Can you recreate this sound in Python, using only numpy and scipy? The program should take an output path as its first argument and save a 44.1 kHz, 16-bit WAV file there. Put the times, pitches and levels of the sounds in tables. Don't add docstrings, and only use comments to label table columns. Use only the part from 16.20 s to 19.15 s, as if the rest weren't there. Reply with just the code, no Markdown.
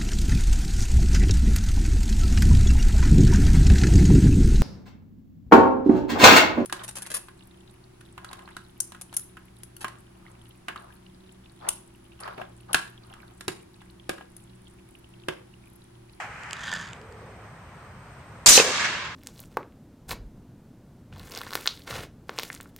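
import sys
import numpy as np
from scipy import signal
from scipy.io import wavfile

SR = 44100
rng = np.random.default_rng(int(sys.argv[2]) if len(sys.argv) > 2 else 0)


def voltage_ratio(level):
    return 10 ** (np.asarray(level, float) / 20)


def generate_wav(sig):
    pcm = np.round(np.clip(np.atleast_2d(sig).T, -1, 1) * 32767).astype(np.int16)
    wavfile.write(sys.argv[1], SR, pcm)


N = 130095
T = np.arange(N) / SR


def rms_one(x):
    return x / np.sqrt(np.mean(x ** 2) + 1e-20)


def envelope(rows, edge_s=0.02):
    s, db = np.transpose(rows)
    gate = np.clip(np.minimum(T - s[0] + edge_s, s[-1] + edge_s - T) / edge_s, 0, 1)
    return gate * voltage_ratio(np.interp(T, s, db))


def at_hz(points, hz):
    table_hz, value = np.transpose(points)
    return np.interp(np.log(hz), np.log(table_hz), value)


def drift(rate):
    r = np.exp(-40 * np.pi * rate / SR)
    white = rng.standard_normal(N // 20 + 3002)
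    slow = signal.lfilter([1], [1, -2 * r, r * r], white)[3000:]
    return np.interp(np.arange(N) / 20, np.arange(len(slow)), rms_one(slow))


def resonance(x, hz, width_hz):
    r = np.exp(-np.pi * width_hz / SR)
    zeros = np.array([1, 0, -1]) * (1 - r * r) / 2
    return signal.lfilter(zeros, [1, -2 * r * np.cos(2 * np.pi * hz / SR), r * r], x)


def double_resonance(x, hz, width_hz):
    return resonance(resonance(x, hz, width_hz), hz, width_hz)


def strike(times, db, modes, spread_db, contact_s):
    out = np.zeros(N)
    chance = rng.standard_normal((len(times), len(modes)))
    for k, (hz, mode_db, t60) in enumerate(modes):
        ring = np.full(N, 1e-18)
        ring[(np.asarray(times) * SR).astype(int)] = voltage_ratio(db + mode_db + spread_db * chance[:, k])
        w = 2 * np.pi * hz / SR
        for fall_s in (t60, contact_s):
            r = voltage_ratio(-60 / (fall_s * SR))
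            ring = signal.lfilter([1], [1, -2 * r * np.cos(w), r * r], ring) * np.sin(w)
        out += ring * (1 - r)
    return out


def panned(x, db):
    return x * voltage_ratio(np.array([[db / 2], [-db / 2]]))


def noise(colour, alike_table, patchy_db, rate, tilt=None, start_s=0):
    first = int(start_s * SR)
    out, power = np.zeros((2, N)), 0
    lowest, highest = colour[0][0], colour[-1][0]
    edges = lowest * 2 ** np.arange(0, np.log2(highest / lowest) + 1 / 3, 1 / 3)
    tops = np.minimum(edges[1:], 1.01 * highest)
    white = rng.standard_normal((2, 2, N - first))
    together = drift(rate / 2)
    for k, (low, high) in enumerate(zip(edges, tops)):
        band = signal.butter(3, [low, high], "band", fs=SR, output="sos")
        mid, side = signal.sosfilt(band, white[k % 2])
        hz = np.sqrt(low * high)
        alike = np.clip(at_hz(alike_table, hz), -1, 1)
        db = at_hz(colour, hz)
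        power += voltage_ratio(2 * db) * (high - low) * 2 / SR
        flicker_db = patchy_db * (together + drift(rate))
        gain = voltage_ratio(db + flicker_db + (tilt(hz) if tilt else 0))[first:]
        stereo = np.sqrt((1 + alike) / 2) * mid + np.sqrt((1 - alike) / 2) * side * [[1], [-1]]
        out[:, first:] += gain * stereo
    return out / np.sqrt(power)


# time in seconds, level in dB.
JET = [(2.2598, -35), (2.261, -8), (2.3, -8), (2.374, -13), (2.39, -26), (2.6, -58)]
# frequency in Hz, relative level in dB per Hz.
JET_COLOUR = [(150, -11), (3400, -5), (6240, -0.5), (7900, 2), (10500, -19), (15600, -11.5)]
# frequency in Hz, left-right correlation (no unit).
JET_ALIKE = [(3000, 0.17)]


def jet():
    return envelope(JET, edge_s=0.00088) * noise(JET_COLOUR, JET_ALIKE, patchy_db=1.5, rate=80, start_s=2)


# start in seconds, length in seconds, from Hz, to Hz, level in dB.
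WHISTLES = [(2.261, .013, 7400, 6900, -8), (2.287, .0115, 6000, 12500, -3)]


def whistles():
    out = np.zeros(N)
    for s, length, from_hz, to_hz, db in WHISTLES:
        u = np.clip((T - s) / length, 0, 1)
        hz = from_hz + (to_hz - from_hz) * u ** 1.8
        swell = np.sqrt(np.abs(np.sin(np.pi * u))) * (u < 1)
        out += voltage_ratio(db) * swell * np.sin(2 * np.pi * np.cumsum(hz) / SR)
    return out


# start in seconds, length in seconds, frequency in Hz, level in dB.
BARREL = [(2.305, .085, 6020, -14), (2.325, 0.063, 4080, -15)]


def barrel():
    out = np.zeros((2, N))
    for s, length, hz, db in BARREL:
        swell = np.sqrt(np.sin(np.pi * np.clip((T - s) / length, 0, 1)).clip(0))
        out += voltage_ratio(db) * swell * rms_one(resonance(rng.standard_normal((2, N)), hz, width_hz=450))
    return out


# start in seconds, length in seconds,
# left height and right height (amplitude before overload).
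PUFFS = [(2.2795, .004, .4, -.35), (2.289, .024, -.1, .02)]


def puffs():
    out = np.zeros((2, N))
    for s, length, left, right in PUFFS:
        out += np.outer([left, right], np.sin(np.pi * np.clip((T - s) / length, 0, 1)) ** 2)
    return out


def crack():
    modes = [(7200, 0, 0.005), (900, -12, 0.01)]   # Hz, dB, t60 s
    return strike([2.2603], 5, modes, spread_db=0, contact_s=0.001)


def blast():
    rush = jet() + whistles() + barrel() + puffs()
    overload_top = 0.7
    return overload_top * np.tanh(rush / overload_top) + crack()


# time in seconds, hit strength in dB.
KNOCKS = [(2.376, -4), (2.398, -5.5)]
# frequency in Hz, relative strength in dB, t60 in seconds.
CAN = [(330, -16, 0.064), (454, -0.5, 0.062), (511, 4, 0.042), (800, -2.5, 0.03), (2604, 10, 0.012),
       (3020, 4, 0.011)]
# time in seconds, level in dB.
ROLL = [(2.41, -29.5), (2.51, -32)]


def can():
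    roll = rms_one(double_resonance(rng.standard_normal(N), hz=450, width_hz=270))
    s, db = np.transpose(KNOCKS)
    knocks = strike(s, db, CAN, spread_db=3, contact_s=0.012)
    low_cut = signal.butter(2, 170, "high", fs=SR, output="sos")
    return envelope(ROLL) * roll + signal.sosfilt(low_cut, knocks)


# frequency in Hz, left-right correlation (no unit).
ALIKE = [(60, 0.99), (380, 0.99), (1400, 0.63), (4000, 0.05)]
# time in seconds, level in dB.
TREES = [(2.39, -15.5), (2.44, -26.5), (2.55, -26.5), (2.66, -25), (2.95, -37)]
# frequency in Hz, relative level in dB per Hz.
TREES_COLOUR = [(150, -13), (500, -19), (1090, -8), (1660, -6.5), (7800, -14.5), (10300, -43.5),
                (15500, -50)]
COLOUR_S, DULLS_DB_PER_S_OCT2, PIVOT_HZ = 2.533, -7, 1450
# time in seconds, boost in dB before its onset and fall.
CLUMPS = [(2.596, 7.8), (2.641, 5.9), (2.745, 3.7)]
CLUMP_FALL_S, CLUMP_HZ = 0.042, 1720
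GROUND_HZ, GROUND_SHARE = 542.4, 0.21


def trees():
    def dulling(hz):
        octaves_up = max(np.log2(hz / PIVOT_HZ), 0)
        return DULLS_DB_PER_S_OCT2 * (T - COLOUR_S) * octaves_up ** 2

    echo = noise(TREES_COLOUR, ALIKE, patchy_db=0.8, rate=40, tilt=dulling, start_s=2)
    echo = echo + GROUND_SHARE * np.roll(echo, int(SR / GROUND_HZ), axis=1)
    boost_db = np.zeros(N)
    for s, db in CLUMPS:
        onset = np.clip((T - s) * 200, 0, 1)
        boost_db += db * onset * np.exp(-np.abs(T - s) / CLUMP_FALL_S)
    echo = echo + (voltage_ratio(boost_db) - 1) * resonance(echo, CLUMP_HZ, CLUMP_HZ / 2)
    return panned(envelope(TREES) * echo, -1)


# time in seconds, level in dB.
HOSE = [(.34, -46), (.47, -39), (.535, -34), (.62, -39), (.68, -49.5), (.78, -62.5)]
# frequency in Hz, width in Hz, relative level in dB.
HOSE_BODY = [(174, 9, -2.5), (1030, 240, -17.5), (1526, 97, -7), (1778, 69, -5.5)]
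# frequency in Hz, width in Hz per pass, relative level in dB.
HOSE_TREBLE = [(3380, 1200, -5.5), (4760, 480, -12.5), (6400, 2000, -11)]
SLIPS_PER_S, SLIP_SPREAD_DB = 2200, 4.5


def hose():
    slip_db = SLIP_SPREAD_DB * np.minimum(rng.exponential(1, N), 3) + 2 * drift(120)
    slips = (rng.random(N) < SLIPS_PER_S / SR) * voltage_ratio(slip_db) * rng.choice([-1, 1], N)
    body, treble = np.zeros(N), np.zeros(N)
    for k, (hz, width, db) in enumerate(HOSE_BODY):
        body += voltage_ratio(db) * (-1) ** k * resonance(slips, hz, width)
    for hz, width, db in HOSE_TREBLE:
        treble += voltage_ratio(db + 2 * drift(71)) * rms_one(double_resonance(slips, hz, width))
    return envelope(HOSE) * (rms_one(body) + treble)


# time in seconds, hit strength in dB.
SNAGS = [(.5275, -11), (.539, -14), (.571, -17)]


def snags():
    s, db = np.transpose(SNAGS)
    modes = [(hz, mode_db, 3.0 / width) for hz, width, mode_db in [*HOSE_BODY[1:], *HOSE_TREBLE]]
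    return strike(s, db, modes, spread_db=2, contact_s=0.002)


# time in seconds, hit strength in dB before a 3 dB trim.
TICKS = [(0.235, -27.5), (0.3096, -16), (0.3316, -10), (0.415, -31), (0.5378, -12.5), (0.6758, -29.5),
         (0.689, -27), (0.7323, -26.5), (0.815, -32.5), (0.9245, -37), (2.85, -20.5)]
# frequency in Hz, relative strength in dB.
FITTING_HZ_DB = [(1800, -1), (3000, 4.5), (4800, 2), (7400, 2.5), (11000, -15)]


def fittings():
    s, db = np.transpose(TICKS)
    modes = [(hz, mode_db, 0.0022) for hz, mode_db in FITTING_HZ_DB]
    return strike(s, db - 3, modes, spread_db=3, contact_s=0.002)


# frequency in Hz, width in Hz, level in dB at time zero.
TUBE = [(806, 44, -34.5)]


def tube():
    out = np.zeros(N)
    for hz, width, db in TUBE:
        out += voltage_ratio(db - 60 * T / 0.36) * rms_one(resonance(rng.standard_normal(N), hz, width))
    return out


# time in seconds, level in dB.
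SHUFFLE = [(.75, -54.5), (1.05, -50), (1.25, -55.5)]


def shuffle():
    rub = double_resonance(rng.standard_normal(N), hz=437, width_hz=215)
    return envelope(SHUFFLE) * rms_one(rub)


# time in seconds, level in dB.
SLEEVE = [(0, -33), (.09, -44), (.33, -41), (.7, -48), (1.3, -100)]
# frequency in Hz, relative level in dB per Hz.
SLEEVE_COLOUR = [(500, -24), (800, -7), (1600, -0.5), (2600, -6), (3400, -24.5), (8000, -23.5),
                 (14000, -63)]


def sleeve():
    return envelope(SLEEVE) * noise(SLEEVE_COLOUR, ALIKE, patchy_db=0.0, rate=28)


def handling():
    near = hose() + tube() + shuffle() + fittings() + snags()
    return panned(near, -2) + sleeve()


# frequency in Hz, relative level in dB per Hz.
GARDEN = [(25, -32), (50, -4.5), (125, 0), (300, -15), (1100, -12), (2100, -18.5), (3300, -30.5),
          (8000, -37.5), (10500, -49), (15500, -42)]
# frequency in Hz, amplitude in dB before flutter.
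INSECTS = [(8275, -67), (9300, -78)]


def garden():
    out = voltage_ratio(-46) * noise(GARDEN, ALIKE, patchy_db=0.5, rate=6.7)
    for hz, db in INSECTS:
        phase = 2 * np.pi * np.cumsum(hz + 25 * drift(90)) / SR
        flutter = voltage_ratio(2 * drift(40))
        out += voltage_ratio(db) * flutter * np.sin(phase + np.array([[0], [1.5]]))
    return out


def scene():
    return blast() + can() + trees() + handling() + garden()


def band_limit(x):
    return signal.sosfilt(signal.butter(12, 15700, fs=SR, output="sos"), x)


def record(dry):
    top_cut = signal.cheby2(10, 40, 15800, fs=SR, output="sos")
    mix = np.clip(signal.sosfilt(top_cut, dry), -1, 1)
    return band_limit(mix)


dry = scene()
out = record(dry)
generate_wav(out)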